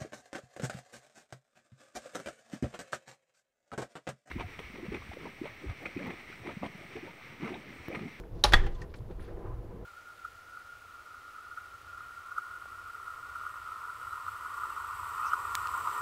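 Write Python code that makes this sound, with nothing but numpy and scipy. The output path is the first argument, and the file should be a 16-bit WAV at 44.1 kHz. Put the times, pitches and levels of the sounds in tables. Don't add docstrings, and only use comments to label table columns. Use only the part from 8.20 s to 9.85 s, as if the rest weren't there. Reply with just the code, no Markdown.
import sys
import numpy as np
from scipy import signal
from scipy.fft import rfft, irfft, next_fast_len
from scipy.io import wavfile
from scipy.ndimage import map_coordinates

SR = 44100
rng = np.random.default_rng(int(sys.argv[2]) if len(sys.argv) > 2 else 0)


def invert_db(level):
    return 10 ** (np.asarray(level, dtype=float) / 20)


def generate_wav(signal):
    frames = np.transpose(np.atleast_2d(signal))
    scaled = np.clip(frames, -1, 1) * 32767
    pcm = np.round(scaled).astype(np.int16)
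    wavfile.write(sys.argv[1], SR, pcm)


N = 72765


def unit(x):
    return x / np.sqrt(np.mean(x ** 2) + 1e-20)


def along(points, hz):
    f, v = np.transpose(points)
    return np.interp(np.log(hz + 1), np.log(f + 1), v)


def curves(rows):
    s, *cols = np.transpose(rows)
    return [np.interp(np.arange(N) / SR, s, c) for c in cols]


def wobble(rate_hz):
    knots = rng.standard_normal(int(N * rate_hz / SR) + 4)
    return map_coordinates(knots, [np.arange(N) * rate_hz / SR])


def noise(response, size):
    m = next_fast_len(size + 4096)
    spectrum = rfft(rng.standard_normal(m)) * response(np.fft.rfftfreq(m, 1 / SR))
    return unit(irfft(spectrum, m)[:size])


def peaks(table):
    def response(f):
        power = sum(invert_db(2 * db) / (1 + ((f * f - c * c) / (f * w + 1e-9)) ** 2) for c, w, db in table)
        return np.sqrt(power)
    return response


def hump(hz, spread_oct):
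    return lambda f: np.exp(-(np.log2((f + 1) / hz) / spread_oct) ** 2 / 2)


def rise(t, rise_s):
    return 1 - np.exp(-t / rise_s)


def fade(t, db, t60_s):
    return invert_db(db - 60 * t / t60_s)


def add(out, s, x):
    i = max(round(s * SR), 0)
    out[i:i + len(x)] += x[:N - i]


def snap(hits, modes, colour, crack_db, crack_s):
    longest_s, blur_db, scatter_db = .045, 2.5, 1.5
    out, t = np.zeros(N), np.arange(SR // 4) / SR
    for s, db, tilt_db in hits:
        lean = lambda hz: tilt_db * np.log2((hz + 1) / 2000)
        ring = np.zeros(len(t))
        for hz, level, t60 in modes:
            mode_db = level + lean(hz) + rng.normal(0, scatter_db) + blur_db * wobble(200)[:len(t)]
            ring += fade(t, mode_db, min(t60, longest_s)) * np.sin(2 * np.pi * hz * t)
        burst = noise(lambda f: invert_db(along(colour, f) + lean(f)), size=len(t))
        crack = fade(t, crack_db, crack_s) * burst
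        add(out, s, invert_db(db) * (ring + crack) * rise(t, .0003))
    return out


def latch():
    # (time [s], level [dB], tilt [dB per octave])
    hits = [
        (.2372, -41.5, -1),
        (.2387, -15.5, 2),
        (.2403, -21.5, 3.5),
        (.2432, -24, -2),
        (.2465, -19, -5.5),
        (.251, -25, -2.5),
    ]
    # (frequency [Hz], level [dB], t60 [s])
    modes = [(824, -20.5, 0.03), (593.4, -22, 0.038), (1186, -2, 0.015), (1430, -6, 0.04),
             (1627, -12, .035), (3205, -12, 0.03), (3445, -12.5, 0.021), (3953, 5, 0.01), (4110, -5, 0.011),
             (4598, -9.5, 0.036), (5464, -5.5, 0.021), (6470, -16, 0.023), (9150, -16.5, 0.018)]
    # (frequency [Hz], level [dB])
    colour = [(200, -18.5), (800, -3.5), (2000, -1.5), (4000, 5.5), (7500, -11), (10000, -9), (15500, -35)]
    return snap(hits, modes, colour, crack_db=-2, crack_s=.03)


def lid():
    # (time [s], level [dB], tilt [dB per octave])
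    hits = [
        (.3322, -27, -5),
        (.3338, -33.5, 6),
        (.3353, -17.5, 1),
        (.3372, -22, 1),
        (.3412, -21.5, 0.5),
        (.3445, -29, -2.5),
    ]
    # (frequency [Hz], level [dB], t60 [s])
    modes = [(365, -25.5, 0.05), (966, -14.5, 0.044), (1107, -8.5, 0.053), (1219, -5, 0.05),
             (1366, -5, 0.053), (1663, 0.5, 0.11), (1780, -15.5, 0.05), (2010, -12.5, 0.04),
             (2700, -15, 0.036), (3360, -5, 0.029), (3436, 4, 0.05), (3790, -3, 0.022), (4460, -8.5, 0.04),
             (5370, -22.5, .03)]
    # (frequency [Hz], level [dB])
    colour = [(200, 4.5), (800, -1.5), (1800, 5.5), (3500, -16), (6000, -19.5), (10000, -29),
              (15500, -41.5)]
    return snap(hits, modes, colour, crack_db=6.5, crack_s=.03)


def jug_wall():
    # (time [s], level [dB], frequency [Hz], t60 [s])
    body = [
        (.2425, -12.5, 836, .07),
        (.2405, -18.5, 598, 0.061),
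        (.2385, -22, 384, 0.076),
        (.3372, -9, 1885, 0.052),
        (.3352, -25, 795, .05),
        (.332, -19, 360, .06),
        (.333, -22.5, 200, .07),
        (.334, -29, 560, .05),
        (.349, -29, 500, .08),
    ]
    out, t = np.zeros(N), np.arange(SR // 4) / SR
    for s, db, hz, t60 in body:
        add(out, s, fade(t, db, t60) * rise(t, .0027) * np.sin(2 * np.pi * hz * t))
    return out


def jug_rattle():
    # (time [s], level [dB], t60 [s])
    rattles = [
        (.241, -29, 0.24),
        (.338, -30.5, 0.33),
    ]
    # (frequency [Hz], width [Hz], level [dB])
    shells = [
        [(800, 820, 0.5), (1970, 2200, -7), (4200, 2000, -6), (9700, 1800, -11.5)],
        [(599, 1100, 0), (1836, 540, 1), (3324, 450, -3.5), (6200, 900, -20.5)],
    ]
    out, t = np.zeros(N), np.arange(SR // 2) / SR
    for (s, db, t60), shell in zip(rattles, shells):
        grain_db = 1.5 * wobble(110)[:len(t)]
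        tail = noise(lambda f: peaks(shell)(f) ** 2, size=len(t))
        add(out, s, fade(t, db + grain_db, t60) * rise(t, .0046) * tail)
    return out


def sway():
    # (time [s], frequency [Hz], level [dB], t60 [s])
    swings = [
        (.249, 44, -23, 1.2),
        (.249, 100, -32, .4),
        (.337, 21, -12, .6),
        (.350, 43, -19, .45),
        (.346, 78, -24, .3),
    ]
    stop_s = .335
    out, t = np.zeros(N), np.arange(SR) / SR
    for s, hz, db, t60 in swings:
        stop = np.exp(-np.maximum(t + s - stop_s, 0) / 0.015) if s < stop_s else 1
        add(out, s, stop * fade(t, db, t60) * np.sin(2 * np.pi * hz * t) * rise(t, .006))
    return out


def strokes(spans, bands, grain_hz, skew, power):
    out, t = np.zeros(N), np.arange(SR // 4) / SR
    for (s, length), (db, hz, spread) in zip(spans, bands):
        swell = np.abs(np.sin(np.pi * np.clip(t / length, 0, 1) ** skew)) ** power
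        grain = invert_db(db + 2.5 * wobble(grain_hz)[:len(t)])
        add(out, s, grain * swell * noise(hump(hz, spread), size=len(t)))
    return out


def finger_taps():
    # (time [s], level [dB], centre [Hz], spread [octaves], t60 [s])
    taps = [(.0368, -47.5, 1580, 0.36, 0.018), (.4643, -42.5, 1400, 0.91, 0.09),
            (.5467, -64, 4500, 0.59, 0.08), (.615, -54, 4600, 0.63, 0.078), (.618, -52, 1874, 0.32, 0.053),
            (.7402, -44, 1350, 0.83, 0.053), (.342, -43, 4960, 0.67, .14),
            (.9955, -49.5, 1680, 0.31, 0.041), (.909, -54, 500, 1.5, 0.1),
            (1.1727, -47.5, 1400, 0.44, 0.014), (1.428, -56, 494, 0.17, 0.11), (.0, -64, 3050, 1.4, 0.087),
            (.048, -62, 3200, 0.17, 0.019), (0.3222, -25, 900, 1.43, 0.034),
            (0.4645, -57, 6000, 0.85, 0.037), (0.74, -57.5, 4580, 0.34, 0.05)]
    out, t = np.zeros(N), np.arange(SR // 4) / SR
    for s, db, hz, spread, t60 in taps:
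        add(out, s, fade(t, db, t60) * rise(t, .00045) * noise(hump(hz, spread), size=len(t)))
    return out


def finger_slides():
    # (start [s], length [s])
    spans = [(.15, .08), (.755, .04), (.755, .04), (.695, .03), (1.0, .06), (1.005, .135), (.9, .03),
             (1.0, .15), (1.08, .14)]
    # (level [dB], centre [Hz], spread [octaves])
    bands = [
        (-71, 3900, 0.51),
        (-67, 3800, 0.42),
        (-69.5, 8000, 0.46),
        (-72, 3600, 0.43),
        (-73, 10000, 0.19),
        (-70, 3200, 0.66),
        (-75, 3200, 0.37),
        (-61, 1360, 0.46),
        (-52.5, 520, 0.32),
    ]
    return strokes(spans, bands, grain_hz=127, skew=.45, power=.37)


def lid_ticks():
    # (time [s], level [dB], ring [Hz], t60 [s])
    ticks = [(0.266, -39, 1500, .012), (.2725, -32, 1790, .012), (.454, -56, 5600, .015),
             (0.466, -45, 3100, 0.036), (.470, -36, 800, .04), (.551, -50.5, 3460, 0.034),
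             (.6018, -59, 4300, .015), (.6192, -34.5, 1843, 0.027), (0.641, -48, 1870, .02),
             (0.8057, -43, 1000, 0.019), (0.9953, -45.5, 1670, 0.016), (1.0464, -54, 1588, .02),
             (1.431, -43, 513, .05), (1.430, -66, 4200, .008)]
    out, t = np.zeros(N), np.arange(SR // 4) / SR
    for s, db, hz, t60 in ticks:
        spit = invert_db(-13) * noise(hump(hz, .5), size=len(t))
        ring = np.sin(2 * np.pi * hz * t) + spit
        add(out, s, fade(t, db, t60) * rise(t, .00079) * ring)
    return out


def palm_rubs():
    # (start [s], length [s])
    spans = [(1.2, .17), (.995, .04), (.36, .14), (.5, .15), (1.22, .15), (1.0, .13), (1.0, .05),
             (.36, .12), (.36, .1)]
    # (level [dB], centre [Hz], spread [octaves])
    bands = [
        (-59.5, 720, .4),
        (-71.5, 3100, 0.29),
        (-66.5, 4700, 0.43),
        (-69, 2800, 0.79),
        (-63.5, 1078, .12),
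        (-73, 2400, .6),
        (-78, 9700, .1),
        (-52, 1880, .07),
        (-61.5, 3350, .06),
    ]
    return strokes(spans, bands, grain_hz=90, skew=.79, power=.6)


def basin():
    # (time [s], level [dB], brightness [dB])
    drag_start = [(0, -47, -0.5), (.1, -62.5, -15), (.17, -51, -5), (.22, -56, -4), (.3, -47, 0),
                  (.4, -47.5, -1), (.45, -46, -11)]
    drag = [(0.5, -47.5, -17), (0.572, -61, 12), (0.634, -48.5, 4.5), (0.708, -60.5, -16), (0.88, -62.5, 4),
            (0.912, -46, -13), (0.97, -76, 22), (0.998, -52.5, -3), (1.054, -61.5, 7), (1.086, -52.5, -8),
            (1.272, -48.5, 7), (1.37, -59.5, 12), (1.432, -52, -3), (1.65, -52.5, -2)]
    # (frequency [Hz], width [Hz], level [dB])
    low_modes = [(178.3, 15, -1), (191.8, 27, -10.5), (336.5, 24, -1), (388, 18, -0.5), (474, 21, -1.5),
                 (500, 9.2, -5), (670, 11, -9), (806, 42, -15)]
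    high_modes = [(802.4, 51, 3), (1014, 22, 13.5), (1210.5, 180, -2.5), (1400, 420, -9),
                  (1898, 340, -13.5)]
    level_db, bright_db = curves(list(drag_start) + list(drag))
    dull = lambda f: 1 / (1 + (f / 2220) ** 4)
    low = invert_db(1.5 * wobble(40)) * noise(lambda f: peaks(low_modes)(f) * dull(f), size=N)
    high_db = -15 + bright_db + 1.5 * wobble(50)
    high = invert_db(high_db) * noise(lambda f: peaks(high_modes)(f) * dull(f), size=N)
    return invert_db(level_db + 3.5) * (low + high)


def kitchen(x):
    # (frequency [Hz], t60 [s])
    decay = [(200, 0.88), (2000, 0.26), (4000, 0.16), (10000, 0.075)]
    hz, t, z = signal.stft(rng.standard_normal(SR // 2), SR, nperseg=256)
    z = z * fade(t, 0, along(decay, hz)[:, None])
    tail = signal.istft(z, SR, nperseg=256)[1]
    delayed = np.pad(x, (200, 0))
    return signal.fftconvolve(delayed, tail / np.linalg.norm(tail))[:N]


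def rumble():
    # (time [s], rumble [dB], boom share [dB])
    weight_start = [(0, -46, -10), (.09, -51.5, -3), (.14, -36.5, -0.5), (.22, -45, 5), (.4, -36.5, 9.5)]
    weight = [(0.5, -38, 3), (0.56, -43, 1), (0.62, -36, 3), (0.69, -44.5, -6), (0.76, -45.5, -10.5),
              (0.81, -35.5, 7.5), (0.842, -48, 10.5), (0.896, -42, -6.5), (1.018, -37, -11),
              (1.13, -50, 8.5), (1.146, -34.5, -12), (1.214, -49, -5), (1.254, -36, 7),
              (1.438, -45.5, -2.5), (1.496, -39, 5), (1.53, -43.5, -12), (1.65, -46, 11.5)]
    # (frequency [Hz], level [dB])
    colour = [(8, -13), (20, 3.5), (48, 3), (70, -3), (140, -13.5), (300, -31), (600, -67.5)]
    level_db, boom_db = curves(list(weight_start) + list(weight))
    low = noise(lambda f: invert_db(along(colour, f)), size=N)
    counter = peaks([(105.2, 32, 0)])
    boom = invert_db(-8 + boom_db + 1.5 * wobble(18)) * noise(lambda f: counter(f) ** 2, size=N)
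    return invert_db(level_db) * (low + boom)


def air():
    # (frequency [Hz], level [dB])
    colour = [(100, -5), (400, -3.5), (1000, -17), (2400, -29), (5000, -38), (8000, -42.5), (12000, -42),
              (15500, -40.5)]
    # (frequency [Hz], width [Hz], level [dB])
    whine_band = [(11130, 130, 0)]
    tone = invert_db(-53) * noise(lambda f: invert_db(along(colour, f)), size=N)
    whine = invert_db(-87.5) * noise(lambda f: peaks(whine_band)(f) ** 2, size=N)
    return tone + whine


def scene():
    first, second = latch(), lid()
    touch = finger_taps() + finger_slides()
    wet = invert_db(-22) * (kitchen(first) + kitchen(second) + kitchen(touch))
    snaps = first + second + jug_wall() + jug_rattle() + sway()
    handling = touch + lid_ticks() + palm_rubs() + basin()
    return (snaps + handling + wet + rumble() + air())[None]


def top_cut(x):
    return signal.sosfilt(signal.butter(12, 16490, fs=SR, output="sos"), x)


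def record(dry):
    edge = signal.cheby1(8, 1, 15550 / (SR / 2), output="sos")
    mix = signal.sosfilt(edge, dry)
    return top_cut(mix)


dry = scene()
out = record(dry)
generate_wav(out)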